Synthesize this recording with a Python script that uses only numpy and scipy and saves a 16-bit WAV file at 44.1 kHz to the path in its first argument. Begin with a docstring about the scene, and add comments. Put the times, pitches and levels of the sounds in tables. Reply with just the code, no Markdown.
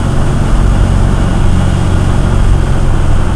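"""Light propeller plane cabin, banking turn

Shaft, blade and firing tones drone and sag a little near the end, and the gears whine with them.
Exhaust pulses ring the cabin, its air throbs at a very low pitch and gusts buffet the airframe.
The slipstream roars, rushes at the seals and hisses at the vents. The loudest swings overload the mic."""
import sys
import numpy as np
from scipy import signal
from scipy.fft import rfft, irfft, next_fast_len
from scipy.io import wavfile
from scipy.ndimage import uniform_filter1d

SR = 44100
rng = np.random.default_rng(int(sys.argv[2]) if len(sys.argv) > 2 else 0)


def master_out(mix):
    """Clip the mix to full scale and print it as 16-bit PCM to the path in sys.argv[1]."""
    frames = np.transpose(np.atleast_2d(mix))
    ceiling = np.clip(frames, -1, 1)
    pcm = np.round(ceiling * 32767).astype(np.int16)
    wavfile.write(sys.argv[1], SR, pcm)


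N = 147735


def undb(db):
    """Decibels to gain."""
    return 10 ** (np.asarray(db) / 20)


def unit(x):
    """Scale to rms 1."""
    return x / np.sqrt(np.mean(x ** 2))


def curve(rows):
    """Each column of a time table, joined by straight lines."""
    times, *columns = np.array(rows, float).T
    return np.squeeze([np.interp(np.arange(N) / SR, times, column) for column in columns])


def equalise(x, outline):
    """Filter by a (Hz, dB) outline."""
    hz, db = np.array(outline, float).T
    size = next_fast_len(N + SR // 10)
    bins_hz = np.maximum(np.fft.rfftfreq(size, 1 / SR), 1)
    gain = undb(np.interp(np.log(bins_hz), np.log(hz), db))
    return irfft(rfft(x, size) * gain, size)[..., :N]


def noise(spectrum):
    """Noise of rms 1 with a (Hz, dB) spectrum."""
    return unit(equalise(rng.standard_normal(N), spectrum))


def wander(rate_hz):
    """Smooth random motion of rms 1."""
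    hold = max(int(SR / rate_hz), 2)
    steps = np.repeat(rng.standard_normal(N // hold + 2), hold)
    return unit(uniform_filter1d(uniform_filter1d(steps, hold), hold)[:N])


def tone(cycles):
    """Sine of rms 1 with a random starting phase."""
    return np.sqrt(2) * np.sin(2 * np.pi * (cycles + rng.random()))


# Each row: time in seconds, then level in dB of shaft multiples 1 to 5.
HARMONIC_LEVELS_DB = [(0, -14.5, -15, -21.5, -30, -25.5), (.3, -24, -21.5, -17.5, -30, -26),
                      (.65, -9, -16, -22.5, -25, -24.5), (1, -14, -15, -19.5, -24, -23.5),
                      (1.25, -15, -19, -26, -22.5, -31), (1.55, -19, -13.5, -19, -18.5, -42),
                      (1.95, -19, -15, -21, -23.5, -33), (2.2, -18, -17, -21.5, -21.5, -26.5),
                      (2.5, -10.5, -14.5, -19.5, -41, -28), (2.85, -18.5, -19, -18.5, -37, -27.5),
                      (3.1, -19, -15, -22.5, -31, -28.5), (3.35, -18, -16, -23.5, -29, -32)]
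# Each row: shaft multiple, relative level in dB.
WEAK_TONES_DB = [(2.5, -29), (4.5, -32), (7, -36), (7.5, -36), (8, -34), (10, -42), (12, -38), (13, -39)]


def drone(turns, weak_gain_db=-2.5, waver_db=2, waver_hz=3.99):
    """Shaft-locked tones: five swell and fade, weaker ones waver. Multiple 2 is blades and firing."""
    strong = sum(undb(db) * tone(multiple * turns)
                 for multiple, db in enumerate(curve(HARMONIC_LEVELS_DB), start=1))
    weak = sum(undb(db + weak_gain_db + waver_db * wander(waver_hz)) * tone(multiple * turns)
               for multiple, db in WEAK_TONES_DB)
    return strong + weak


# Each row: frequency in Hz, cabin gain in dB.
EXHAUST_SPECTRUM = [(150, -12), (300, -3), (450, -2.5), (600, 1), (1000, -2.5), (1450, -1.5), (1900, -17.5),
                    (3000, -17), (4500, -56)]


def exhaust(turns, cylinders=4, level_db=-29, ring_s=.02, scatter_db=2.5, jitter_s=.00007):
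    """The cylinders fire in turn over two revolutions; each rings the cabin in its own way."""
    firings = np.flatnonzero(np.diff(np.floor(2 * turns)))
    timing, strength = rng.standard_normal((len(firings), 2)).T
    starts = np.clip(firings + jitter_s * SR * timing, 0, N - 1).astype(int)
    gains = undb(scatter_db * strength)
    decay = np.exp(-np.arange(SR // 10) / SR / ring_s)
    clatter = np.zeros(N)
    for cylinder in range(cylinders):
        pulses = np.bincount(starts[cylinder::cylinders], gains[cylinder::cylinders], N)
        ring = decay * rng.standard_normal(len(decay))
        clatter += signal.fftconvolve(pulses, ring)[:N]
    return undb(level_db) * unit(equalise(clatter, EXHAUST_SPECTRUM))


# Each row: shaft multiple, width in Hz.
GEAR_TONES = [(48, 25), (62.6, 50), (72, 40)]
# Each row: time in seconds, then level in dB of each of the three gear tones.
GEAR_LEVELS_DB = [(0, -53, -50, -49), (.5, -60, -47, -56), (1.1, -51, -47, -52), (1.35, -52, -42.5, -50),
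                  (1.68, -45, -42, -42.5), (1.95, -64, -48, -49), (2.45, -51, -53, -44.5),
                  (2.9, -51, -61, -51), (3.35, -53, -52, -45)]


def gear_whine(turns):
    """Narrow, rough gear tones that follow the shaft."""
    whine = np.zeros(N)
    for (multiple, width_hz), db in zip(GEAR_TONES, curve(GEAR_LEVELS_DB)):
        detune_hz = width_hz / 2 * wander(2 * width_hz)
        whine += undb(db) * tone(multiple * turns + np.cumsum(detune_hz) / SR)
    return whine


# Each row: time in seconds, level in dB.
THROB_LEVEL_DB = [(0, -28), (.18, -10.5), (.32, -20), (.55, -14), (.8, -16.5), (1, -20), (1.35, -16.5),
                  (1.48, -7.5), (1.68, -17.5), (1.88, -14), (2.25, -16.5), (2.48, -10.5), (2.65, -15),
                  (2.87, -10), (3.15, -11), (3.35, -19)]


def cabin_throb(centre_hz=23, drift_hz=3):
    """The cabin air pumps at an unsteady, very low pitch."""
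    pitch_hz = centre_hz + drift_hz * wander(rate_hz=8)
    return undb(curve(THROB_LEVEL_DB)) * tone(np.cumsum(pitch_hz) / SR)


# Each row: frequency in Hz, relative density in dB.
BUFFET_SPECTRUM = [(3, -5), (12, -0.5), (22, 2.5), (32, 3.5), (42, -4.5), (55, 5), (70, -5), (90, -3.5),
                   (113, 0), (130, -7), (160, -20), (300, -48.5)]
# Each row: time in seconds, level in dB.
BUFFET_LEVEL_DB = [(0, -15), (.35, -16.5), (.65, -14.5), (.95, -16.5), (1.3, -20), (1.7, -16), (2, -14.5),
                   (2.3, -17.5), (2.6, -16), (3.35, -17.5)]


def buffet():
    """Gusts shake the airframe into a low rumble."""
    return noise(BUFFET_SPECTRUM) * undb(curve(BUFFET_LEVEL_DB))


# Each row: frequency in Hz, relative density in dB.
WALL_ROAR_SPECTRUM = [(60, -31), (120, -3), (155, -1.5), (210, -5.5), (250, -8.5), (350, -7), (400, -11.5),
                      (465, -18.5), (620, -13.5), (750, -16), (880, -14.5), (960, -19), (1040, -19),
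                      (1100, -15.5), (1145, -20.5), (1190, -14.5), (1230, -18.5), (1360, -20.5),
                      (1430, -16.5), (1500, -17.5), (1550, -24), (1750, -26), (1900, -35), (2600, -48),
                      (5000, -65)]
SEAL_RUSH_SPECTRUM = [(1200, -7), (1750, -2.5), (2200, -2), (2500, -2), (2700, -3), (2820, 1.5), (2970, -1),
                      (3150, 0.5), (3500, -3), (3620, -6.5), (3800, -8), (4050, -14), (6000, -45)]
VENT_HISS_SPECTRUM = [(2500, -32), (3800, -5), (4400, -2), (5100, 1.5), (5700, -2), (6200, -0.5),
                      (6550, 2.5), (6900, 0), (7300, -0.5), (7900, 1.5), (8300, 1.5), (8650, 4), (9100, 0),
                      (9700, -1), (11000, -5.5), (14000, -9)]
# Each row: time in seconds, level in dB.
WALL_ROAR_DB = [(0, -19), (.9, -19.5), (1.7, -19.7), (2.4, -19.5), (2.9, -20.5), (3.35, -20)]
SEAL_RUSH_DB = [(0, -35), (1.1, -35), (1.35, -34.5), (1.75, -33), (2.05, -34), (2.6, -36), (3.35, -35.5)]
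VENT_HISS_DB = [(0, -36), (1.2, -36.5), (1.7, -35), (2.3, -36.5), (2.9, -38), (3.35, -37)]


def slipstream(turns, blades=2, wash_depth=.04, roar_flutter_db=.47, treble_flutter_db=.5):
    """Turbulent air at the walls, door seals and vents, pulsing slightly with each blade's wash."""
    roar = noise(WALL_ROAR_SPECTRUM) * undb(curve(WALL_ROAR_DB) + roar_flutter_db * wander(rate_hz=14))
    rush = noise(SEAL_RUSH_SPECTRUM) * undb(curve(SEAL_RUSH_DB))
    hiss = noise(VENT_HISS_SPECTRUM) * undb(curve(VENT_HISS_DB))
    flutter = undb(treble_flutter_db * wander(rate_hz=30.34))
    wash = 1 + wash_depth * np.sin(2 * np.pi * blades * turns)
    return wash * (roar + (rush + hiss) * flutter)


# Each row: time in seconds, shaft speed in turns per second.
SHAFT_SPEED_HZ = [(0, 45.8), (.7, 45.95), (1.5, 45.75), (2.2, 45.9), (2.45, 45.4), (2.7, 44.3), (2.95, 43),
                  (3.15, 42.5), (3.35, 42.8)]


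def scene():
    """Engine and air, heard from the seat in mono."""
    turns = np.cumsum(curve(SHAFT_SPEED_HZ)) / SR
    engine = drone(turns) + exhaust(turns) + gear_whine(turns)
    air = cabin_throb() + buffet() + slipstream(turns)
    return (engine + air)[None]


# Each row: frequency in Hz, gain in dB.
TREBLE_ROLL_OFF = [(9700, 0), (11000, -7.5), (12000, -9), (13000, -14), (13700, -32)]


def record(dry, drive_db=.5, ceiling=.98, knee=14, cutoff_hz=13600):
    """The mic flattens the largest swings, briefly choking the hiss; the treble rolls off and is cut."""
    driven = dry * undb(drive_db)
    clipped = driven / (1 + np.abs(driven / ceiling) ** knee) ** (1 / knee)
    dulled = equalise(clipped, TREBLE_ROLL_OFF)
    lowpass = signal.ellip(10, .05, 80, cutoff_hz, fs=SR, output="sos")
    return signal.sosfilt(lowpass, dulled)


dry = scene()
out = record(dry)
master_out(out)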